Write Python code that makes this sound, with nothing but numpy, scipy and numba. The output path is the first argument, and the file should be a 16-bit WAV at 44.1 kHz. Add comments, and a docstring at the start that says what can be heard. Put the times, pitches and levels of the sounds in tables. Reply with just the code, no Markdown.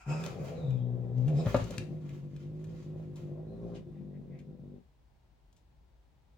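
"""Cat growling in a plastic tub.

A cat in a tub on a table, in a small room, hisses, moans and sinks into a long rattling growl. One pair
of vocal folds slaps for the growl, sings the moan and chops the hiss. The cat swipes a paw and drops
back: the tub thumps, claws tick on the rim, fur rubs the wall. Faint traffic rumbles through the window."""
import sys
import numpy as np
from scipy import signal
from scipy.fft import rfft, irfft
from scipy.io import wavfile
from scipy.ndimage import uniform_filter1d
from numba import njit

SR = 44100
rng = np.random.default_rng(int(sys.argv[2]) if len(sys.argv) > 2 else 0)


def store_wav(level_fs):
    """Save 16-bit WAV to argv[1]."""
    pcm = np.round(np.clip(np.atleast_2d(level_fs), -1, 1) * 32767)
    wavfile.write(sys.argv[1], SR, pcm.T.astype(np.int16))


N = 280917
T = np.arange(N) / SR

# folds, snarl to low rattle to stall: (time [s], pulse rate [Hz], level [dB])
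FOLDS = [(.058, 68.4, -48), (.2, 81.75, -46.5), (.35, 86.16, -46.5), (.6, 85.27, -46.5), (.66, 68.65, -46),
         (.78, 61.03, -49.5), (1.12, 60.75, -46.5), (1.35, 66.72, -45.5), (1.55, 65.07, -47.5),
         (1.85, 50.28, -47), (1.98, 50.74, -50), (2.18, 48.67, -51), (2.4, 49.85, -52.5),
         (2.88, 50.48, -50.5), (3.12, 49.64, -52.5), (3.27, 50.08, -48.5), (3.44, 51.13, -51.5),
         (3.51, 53.6, -48.5), (3.72, 52.23, -47.5), (3.9, 50.99, -52), (4.07, 48.24, -52),
         (4.36, 47.46, -51.5), (4.77, 47.6, -54.5), (4.84, 43.9, -77)]
# throat: (time [s], resonance [Hz], lift [dB], mouth opening [0-1], roughness [ratio])
THROAT = [(.1, 182.7, 12, 0.88, 0.7), (.4, 175, -1.5, 0.9, 1.5), (.8, 193.5, 2, 0.8, 0.3),
          (1.15, 200.2, 0.5, 0.7, 0.26), (1.4, 157.5, 4.5, 1, 0.8), (1.9, 152.3, 3, .3, 0.5),
          (2.2, 141, 7.5, 0, 0.1), (2.8, 148, 2, 0, 0.27), (3.15, 142.2, 2.5, 0, 0.2),
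          (3.35, 192, 3.5, 0.7, 0.17), (3.6, 214, 6.5, 0.27, 0.2), (3.9, 190, 4.5, 0, 0.4),
          (4.1, 200.6, 9.5, 0.4, 0.14), (4.75, 228.7, 9.5, 0.25, 0.2)]


def growl(cycles, effort_db, gape, jitter_s=.0007, shimmer_db=3, rebound_db=-17, rasp=.065):
    """Slack folds slap shut and spring open, ringing chest, throat and mouth; air leaks after each slap."""
    # chest, throat and closed muzzle: (frequency [Hz], gain [dB])
    muzzle = [(25, -25.5), (55, -6.5), (100, -1.5), (155, 4), (200, 0), (245, -5.5), (298, -13.5),
              (355, -11.5), (410, -12), (510, -13.5), (590, -24), (950, -39), (1250, -47), (4000, -62.5)]
    # mouth resonance, moved by tongue and jaw: (time [s], frequency [Hz])
    mouth = [(.1, 400), (.42, 425), (.63, 470), (.8, 385), (1.1, 410), (1.4, 410), (1.9, 355), (2.3, 345),
             (2.6, 362), (3.2, 355), (3.7, 392), (3.9, 365), (4.7, 385)]
    throat_hz, throat_db, opening, rough = curve(THROAT)
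    opening = opening + gape
    rough = np.abs(rough) * np.clip(1 - gape, .4, 1)  # pushing hard steadies the folds
    edges = np.flatnonzero(np.diff(np.floor(2 * cycles)))
    jitter, shimmer = rng.standard_normal((len(edges), 2)).T * rough[edges]
    onsets = np.clip(edges + (jitter * jitter_s * SR).astype(int), 0, N - 1)
    # half a cycle after each slap the folds part: a weaker, opposite pulse
    strokes = np.where(np.arange(len(edges)) % 2, 1, -undb(rebound_db))
    pulses = np.zeros(N)
    pulses[onsets] = strokes * undb(shimmer_db * shimmer)
    leak = noise() * np.exp(-1.2 * (cycles % 1)) * np.sqrt(2 * rough)
    slaps = colour(pulses, [(600, -6.5), (1200, -20), (3000, -30)])  # soft: the treble is mostly air
    breath = rasp * colour(leak, [(450, -7.5), (700, -2), (1200, 1)])
    voice = lift(colour(slaps + breath, muzzle), throat_hz, 59, throat_db)
    mouth_hz = curve(mouth)[0] * (1 + .025 * walk(14))
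    voice = lift(voice, mouth_hz, width_hz=35, db=7)
    voice = lift(voice, .98 * mouth_hz, width_hz=64, db=5)
    voice = lift(voice, 640, 300, 5 * opening)  # a wider mouth lets more overtones out
    voice = lift(voice, 750, 390, 9 * opening)
    voice = lift(voice, 1250, 330, 15 * gape)  # pushing hard wakes the next resonance
    return steady(scatter(voice)) * voiced() * undb(effort_db + 1.5)


def effort(let_go_s=.08, gape_per_db=.33, catch_sigma_s=.01282, catch_hz_per_db=.52):
    """Drive of the folds, with surges and catches: pulse rate [Hz], level [dB], extra mouth opening."""
    # surges of effort: (peak [s], build-up [s], pitch rise [Hz], gain [dB])
    surges = [(0.099, .02, 0.5, 2.5), (1.289, 0.033, 14, 1), (1.393, 0.029, 17, 2), (2.733, 0.32, 3.5, 0),
              (3.001, .11, 3.5, 1), (3.384, .081, 2.5, 0.5), (3.741, .29, 6, 2), (4.481, 0.068, 4, 0)]
    # the rattle catches for a cycle or two: (time [s], dip [dB])
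    catches = [(1.87, 6), (1.991, 3.5), (2.079, 5.5), (2.199, 5.5), (2.293, 6.5), (2.384, 7), (2.823, 5.5),
               (3.27, 3), (3.835, 7.5), (4.443, 8), (4.564, 7.5)]
    pulse_hz, level_db = curve(FOLDS)
    push_db = 0
    for peak_s, build_s, rise_hz, gain_db in surges:
        surge = np.interp(T, [peak_s - build_s, peak_s, peak_s + let_go_s], [0, 1, 0])
        pulse_hz = pulse_hz + rise_hz * surge
        push_db = push_db + gain_db * surge
    dip_db = sum(db * bell(at_s, catch_sigma_s) for at_s, db in catches)
    return pulse_hz - catch_hz_per_db * dip_db, level_db + push_db - dip_db, gape_per_db * push_db


def voiced(fade_s=.023):
    """Gate: 1 while the folds vibrate."""
    return np.clip(np.minimum(T - FOLDS[0][0], FOLDS[-1][0] + fade_s - T) / fade_s, 0, 1)


def moan(cycles, gain_db=-2, overtone_db=-12, waver_db=.5):
    """Tensed folds sing a near-pure tone an octave above the rattle; roughness removes its overtone."""
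    # (start [s], length [s], level [dB], sag [dB/s])
    swells = [(.085, 0.039, -28.5, 30), (.16, 0.1, -37, 45), (.635, 0.016, -43, -2), (.685, 0.074, -26, 3),
              (.81, .14, -28, 4), (1.0, 0.17, -32, 5), (1.19, .075, -24, 4), (1.295, .01, -31, -2),
              (1.345, 0.049, -24.5, 13)]
    phase = 4 * np.pi * cycles
    clean = np.clip(1 - curve(THROAT)[3], 0, 1)
    tone = np.sin(phase) + undb(overtone_db) * clean * np.sin(2 * phase)
    gain = envelopes(swells, attack_s=.056, release_s=.037) * voiced()
    return tone * gain * undb(gain_db - waver_db * walk(49))


def hiss(cycles, gain_db=-4, spray_db=-21, throb=2.2, flutter_db=1.6):
    """Air rushes through the bared mouth or spits through narrowed lips, chopped by folds and spittle."""
    # hisses, and spits just before the swipe: (start [s], length [s], level [dB], sag [dB/s])
    hisses = [(0, 0.0047, -53.5, 115), (.078, 0.0075, -52, 0), (.103, 0.21, -45, 52),
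              (.39, .4, -57.5, 33.5)]
    spits = [(1.366, 0.01906, -67, -4.5), (1.396, 0.0087, -58.5, 44)]
    # bared and narrowed mouth: (frequency [Hz], nominal width [Hz], gain [dB])
    jaw_modes = [(850, 89, 14.5), (1350, 126, 9.5), (1730, 520, -11), (2620, 193, 3), (5320, 200, -5.5),
                 (6560, 570, -14.5), (7770, 880, -9.5), (11100, 1400, -21.5), (15000, 1400, -18.5)]
    lip_modes = [(2450, 130, 3.5), (3042, 170, -12.5), (3830, 350, 0.5), (5140, 340, -1), (6790, 300, -4.5),
                 (7700, 540, -3.5), (14900, 1026, -12)]
    # the jaws ease shut, lowering their modes: (time [s], frequency scale [ratio])
    jaw_glide = [(.11, 0.96), (.2, 0.96), (.35, 0.89), (.7, 0.93)]
    air = noise() * np.exp(-throb * (2 * cycles % 1)) * undb(flutter_db * walk(130))
    spray = undb(spray_db) * noise_band(4500, 6400)
    bared = unit(cavity(air, jaw_modes, curve(jaw_glide)[0])) + spray
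    bared *= envelopes(hisses, attack_s=.029, release_s=.058)
    narrowed = unit(cavity(air, lip_modes)) + spray
    narrowed *= envelopes(spits, attack_s=.045, release_s=.041)
    return (bared + narrowed) * undb(gain_db)


def teeth(effort_db, leak_hz=3620, width_hz=330, leak_db=-50, whistle_db=-6.5):
    """Air sings at the teeth: faintly throughout the growl, and in short gliding whistles."""
    # (start [s], length [s], level [dB], sag [dB/s], first [Hz], last [Hz])
    whistles = [(0.13, 0.049, -57, 151, 5000, 5100), (0.55, 0.12, -70, -31, 4045, 3670),
                (0.69, 0.083, -73, 43, 3650, 3330), (3.473, 0.041, -81.5, 1, 4013, 4023),
                (3.607, 0.35, -91, 8, 3522, 3600)]
    out = noise_band(leak_hz, width_hz) * voiced() * undb(effort_db + leak_db)
    for start_s, length_s, db, sag, first_hz, last_hz in whistles:
        hz = np.interp(T, [start_s, start_s + length_s], [first_hz, last_hz])
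        gain = envelope(start_s, length_s, db + whistle_db, sag, attack_s=.018, release_s=.2)
        out += noise_band(hz, width_hz) * gain
    return out


def huffs():
    """Short puffs of air through the nose."""
    # (time [s], level [dB], sigma [s], centre [Hz], width [Hz])
    puffs = [(3.755, -65.5, 0.01, 1983, 5300), (3.964, -86.5, 0.029, 2118, 1000),
             (4.148, -80.5, 0.011, 2003, 701), (4.352, -78, 0.033, 2078, 553)]
    return sum(undb(db) * bell(at_s, sigma_s) * noise_band(hz, width_hz)
               for at_s, db, sigma_s, hz, width_hz in puffs)


def tub_thumps(scuff_db=-25, scuff_s=.0087):
    """Blows ring the tub's modes, soft contacts only the low ones; the base then scuffs the table."""
    # tub on the table: (frequency [Hz], t60 [s], level [dB])
    modes = [(58.03, .48, -19), (113.2, .18, -3), (262, 0.095, -2.5), (345, .15, -10.5), (492, 0.027, 3.5),
             (513, .07, 4), (587, 0.031, 8), (878, .06, -10), (968, .05, -6.5), (1120, 0.046, -10.5),
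             (1203, .04, -5.5), (1393, .035, -7.5), (1700, .03, -11.5), (2108, .025, -21.5)]
    # (time [s], level [dB], contact [s])
    blows = [(.264, -36.5, .00013), (1.4516, -34, 0.0011), (1.459, -21.5, .007), (1.467, -26, 0.00029),
             (1.5445, -13, 0.0006), (1.559, -27, 0.0029), (1.589, -32, 0.0014), (1.613, -27, 0.0074),
             (1.704, -32.5, 0.0018), (1.777, -33.5, 0.0048)]
    t = T[:SR // 2]
    ring = sum((-1) ** k * undb(db - 60 * t / t60_s) * np.sin(2 * np.pi * hz * t)
               for k, (hz, t60_s, db) in enumerate(modes))
    out = np.zeros(N)
    for at_s, db, contact_s in blows:
        force = np.hanning(max(int(contact_s * SR), 5))
        thump = signal.fftconvolve(ring, force)[:len(t)]
        scuff = noise_band(1127, 2900)[:len(t)] * np.exp(-t / scuff_s)
        i = int(at_s * SR)
        out[i:i + len(t)] += undb(db) * (thump / np.abs(thump).max() + undb(scuff_db) * scuff)
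    return out


def claw_ticks(gain_db=2, treble_db=5):
    """Claws and hairs snag on the rim: short cracks and longer rustles."""
    # (time [s], peak [dB], decay [s], body [dB])
    snags = [(0.239, -37, 0.0021, 4), (0.2624, -33.5, 0.002, -7), (0.706, -51, 0.0025, 6),
             (1.18, -58.5, 0.0051, -5), (1.28, -47.5, 0.013, 6.5), (1.563, -38, 0.015, -2),
             (1.641, -42.5, .008, -24), (1.707, -39.5, 0.0053, -6), (1.768, -49, 0.0011, -7),
             (1.781, -30, 0.0021, -2), (2.0922, -51, 0.0034, -1), (2.363, -54, 0.0048, 2),
             (2.642, -55, 0.0067, -2), (3.158, -54.5, 0.016, -10), (4.3894, -59.5, 0.014, 3),
             (5.527, -64.5, .006, -15), (5.565, -65.5, 0.017, -10)]
    # colour of a tick: (frequency [Hz], gain [dB])
    spectrum = [(590, -50), (1000, -15.5), (1340, -14.5), (1730, -8), (2010, -19), (2330, -6), (3150, -9.5),
                (4210, -10), (4620, -15.5), (7620, -14), (8750, -26), (11200, -21.5), (16000, -35.5)]
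    t = T[:SR // 10]
    out = np.zeros(N)
    for at_s, db, decay_s, body_db in snags:
        burst = rng.standard_normal(len(t)) * np.exp(-t / decay_s)
        crack = colour(colour(burst, spectrum), [(2400, body_db), (4200, .0071), (11000, treble_db)])
        i = int(at_s * SR)
        out[i:i + len(t)] += undb(db + gain_db) * crack / np.abs(crack).max()
    return out


def fur_rubs(gain_db=-7, grain_db=4, catch_db=4, crackles_per_s=260, crackle_db=-8):
    """Hairs catch and slip on the plastic in dense tiny grains, a few with a bright crackle."""
    # fur and paws on the tub: (start [s], length [s], level [dB], sag [dB/s], treble lift [dB])
    strokes = [(0.243, .029, -48, 109, -0.5), (0.439, 0.004, -52, -10, 0), (1.168, 0.22, -69.5, -20, 2),
               (1.481, 0.017, -44, 91, -1), (1.58, 0.082, -56, 42, 2.5), (1.687, 0.67, -60.5, 60, -0.5),
               (2.07, 0.094, -65.5, 18, -1), (2.328, 0.1, -69, 45, 2), (2.549, 0.12, -75.5, -8, 0),
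               (2.72, 0.13, -69, 29, 2.5), (2.97, 0.044, -71, 20, -2), (3.173, 0.052, -64, 126, -0.5),
               (3.657, 0.053, -80.5, 5, 9.5)]
    # dry, bright rustle of fur, with a narrow notch in the filter near 13.5 kHz: (frequency [Hz], gain [dB])
    spectrum = [(530, -58), (900, 1), (1590, -6), (2190, -6), (5960, -13.5), (6800, -9.5), (8980, -21.5),
                (11300, -15), (13500, -30), (14900, -18), (16000, -22.5)]
    slips = noise() * undb(grain_db * walk(1500) + catch_db * walk(90))
    clicks = (rng.random(N) < crackles_per_s / SR) * noise()
    crackle = unit(colour(clicks, [(1000, -15.5), (5000, -2.5), (11000, 0), (15000, 7.5)]))
    friction = unit(colour(slips, spectrum)) + undb(crackle_db) * crackle
    out = sum(lift(friction, 5500, 5000, treble_db) * envelope(*stroke, attack_s=.058, release_s=.12)
              for *stroke, treble_db in strokes)
    return out * undb(gain_db)


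def scatter(x, lag_s=.0066, feedback=.3):
    """All-pass: echoes between tub and wall spread each pulse in time, colour unchanged."""
    delay = np.exp(-2j * np.pi * lag_s * SR * np.arange(N + 1) / (2 * N))
    return irfft(rfft(x, 2 * N) * (delay - feedback) / (1 - feedback * delay))[:N]


def room(x, left_db, t60_s=.28, gap_s=.0016, wet_db=-1, mid_db=0):
    """Direct sound reaches the left first; near walls scatter a tail, part common, part opposed."""
    # diffuse sound: (frequency [Hz], gain [dB])
    spectrum = [(60, -32.5), (150, 1.5), (300, -6), (600, 3), (1200, 8), (2500, 12), (6000, 7.5),
                (15000, -2)]
    t = T[:SR // 2]
    tails = rng.standard_normal((2, len(t))) * undb(-60 * t / t60_s) * (t > gap_s)
    responses = [colour(tail / np.linalg.norm(tail), spectrum) for tail in tails]
    mid, side = (signal.fftconvolve(x, response)[:N] for response in responses)
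    wet = (undb(mid_db) * mid + np.array([side, -side])) / np.sqrt(2)
    direct = np.array([x, np.pad(x, (2, 0))[:N]])
    return (direct + undb(wet_db) * wet) * pan(left_db)


def traffic(gain_db=-62.5, wander_db=.15, side_db=-1):
    """Rumble behind the closed window, near mono in the bass, under a thin even hiss."""
    # rumble and hiss: (frequency [Hz], gain [dB])
    spectrum = [(12, -52), (20, -31.5), (39, -1.5), (60, 2), (81, -13), (138, -12.5), (222, -23),
                (377, -26.5), (446, -28.5), (499, -29), (949, -29), (1150, -37), (4060, -43.5),
                (13200, -59), (16000, -48)]
    mid, side = (unit(colour(noise() * undb(wander_db * walk(21)), spectrum)) for _ in range(2))
    side = colour(side, [(60, -9), (150, -8), (400, -1.5), (1500, -.5)]) * undb(side_db)
    return np.array([mid + side, mid - side]) * undb(gain_db) * pan(left_db=2)


def undb(db):
    """Decibels to gain."""
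    return 10 ** (np.asarray(db) / 20)


def unit(x):
    """Scale to rms 1."""
    return x / np.sqrt(np.mean(x ** 2))


def pan(left_db):
    """Stereo gains, left above right by left_db."""
    return undb(np.array([[left_db], [-left_db]]) / 2)


def steady(x, window_s=.64):
    """Level out the slow rms of the middle band, keeping single pulses."""
    middle = signal.sosfilt(signal.butter(4, [190, 620], "bandpass", fs=SR, output="sos"), x)
    slow_power = np.abs(uniform_filter1d(middle ** 2, int(window_s * SR)))
    return x / np.sqrt(slow_power + np.mean(middle ** 2) / 100)


def curve(rows):
    """Each table column, interpolated linearly in time."""
    times_s, *columns = np.transpose(rows)
    return [np.interp(T, times_s, column) for column in columns]


def bell(at_s, sigma_s):
    """Gaussian of height 1."""
    return np.exp(-.5 * ((T - at_s) / sigma_s) ** 2)


def envelope(start_s, length_s, db, sag_db_per_s, attack_s, release_s):
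    """Rise, sagging hold and decay; attack and release are times per 20 dB."""
    fade = np.maximum(start_s - T, 0) / attack_s + np.maximum(T - start_s - length_s, 0) / release_s
    return undb(db - sag_db_per_s * np.clip(T - start_s, 0, length_s) - 20 * np.minimum(fade, 10))


def envelopes(rows, attack_s, release_s):
    """Sum of one envelope per row."""
    return sum(envelope(*row, attack_s, release_s) for row in rows)


def noise():
    """White noise."""
    return rng.standard_normal(N)


def noise_band(hz, width_hz):
    """Band of noise, rms 1."""
    return unit(resonate(noise(), hz, width_hz))


def walk(rate_hz):
    """Smooth random drift, rms 1."""
    step = max(int(SR / rate_hz), 1)
    return unit(uniform_filter1d(np.repeat(noise()[:N // step + 1], step), step)[:N])


def colour(x, points, size=8192):
    """Minimum-phase filter through (frequency [Hz], gain [dB]) points."""
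    hz, db = np.transpose(points)
    bins_hz = np.maximum(np.arange(size // 2 + 1) * SR / size, 1)
    cepstrum = irfft(np.log(undb(np.interp(np.log(bins_hz), np.log(hz), db))))
    cepstrum[1:size // 2] *= 2
    cepstrum[size // 2 + 1:] = 0
    return signal.fftconvolve(x, irfft(np.exp(rfft(cepstrum))))[:len(x)]


@njit
def svf(x, hz, width_hz):
    """State-variable band-pass with a moving centre."""
    y, band_state, low_state = np.empty(len(x)), 0., 0.
    for i in range(len(x)):
        g, damping = np.tan(np.pi * hz[i] / SR), width_hz / hz[i]
        band = (band_state + g * (x[i] + 1e-18 - low_state)) / (1 + g * (g + damping))
        band_state, low_state = 2 * band - band_state, low_state + 2 * g * band
        y[i] = damping * band
    return y


def resonate(x, hz, width_hz):
    """Band-pass applied twice, for steep skirts."""
    hz, width_hz = hz + np.zeros(N), float(width_hz)
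    return svf(svf(x, hz, width_hz), hz, width_hz)


def lift(x, hz, width_hz, db):
    """A moving resonance raises its band by db."""
    return x + (undb(db) - 1) * svf(x, hz + np.zeros(N), float(width_hz))


def cavity(x, modes, glide=1):
    """Parallel resonances of alternating sign that glide together."""
    return sum((-1) ** k * undb(db) * resonate(x, hz * glide, 2 * width_hz)
               for k, (hz, width_hz, db) in enumerate(modes))


def scene(waver=.012):
    """One pair of folds drives growl, moan and hiss; knocks on the tub sound drier than the voice."""
    pulse_hz, effort_db, gape = effort()
    cycles = np.cumsum(pulse_hz * (1 + waver * walk(25))) / SR
    voice = growl(cycles, effort_db, gape) + moan(cycles)
    voice = room(voice, left_db=2.5, t60_s=.19, wet_db=-2.5, mid_db=1.5)
    air = hiss(cycles) + teeth(effort_db) + huffs()
    air = room(air, left_db=1.5, t60_s=.17, wet_db=-2.5, mid_db=2)
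    thumps = room(tub_thumps(), left_db=3.5, wet_db=-8)
    ticks = room(claw_ticks(), left_db=5.5, wet_db=-14.5)
    fur = room(fur_rubs(), left_db=0)
    return voice + air + thumps + ticks + fur + traffic()


def record(dry, low_hz=36, top_hz=15850):
    """The microphone sheds the deepest bass and cuts off steeply at the top."""
    thinned = signal.sosfilt(signal.butter(3, low_hz, "highpass", fs=SR, output="sos"), dry)
    return signal.sosfilt(signal.ellip(10, .2, 70, top_hz, fs=SR, output="sos"), thinned)


dry = scene()
out = record(dry)
store_wav(out)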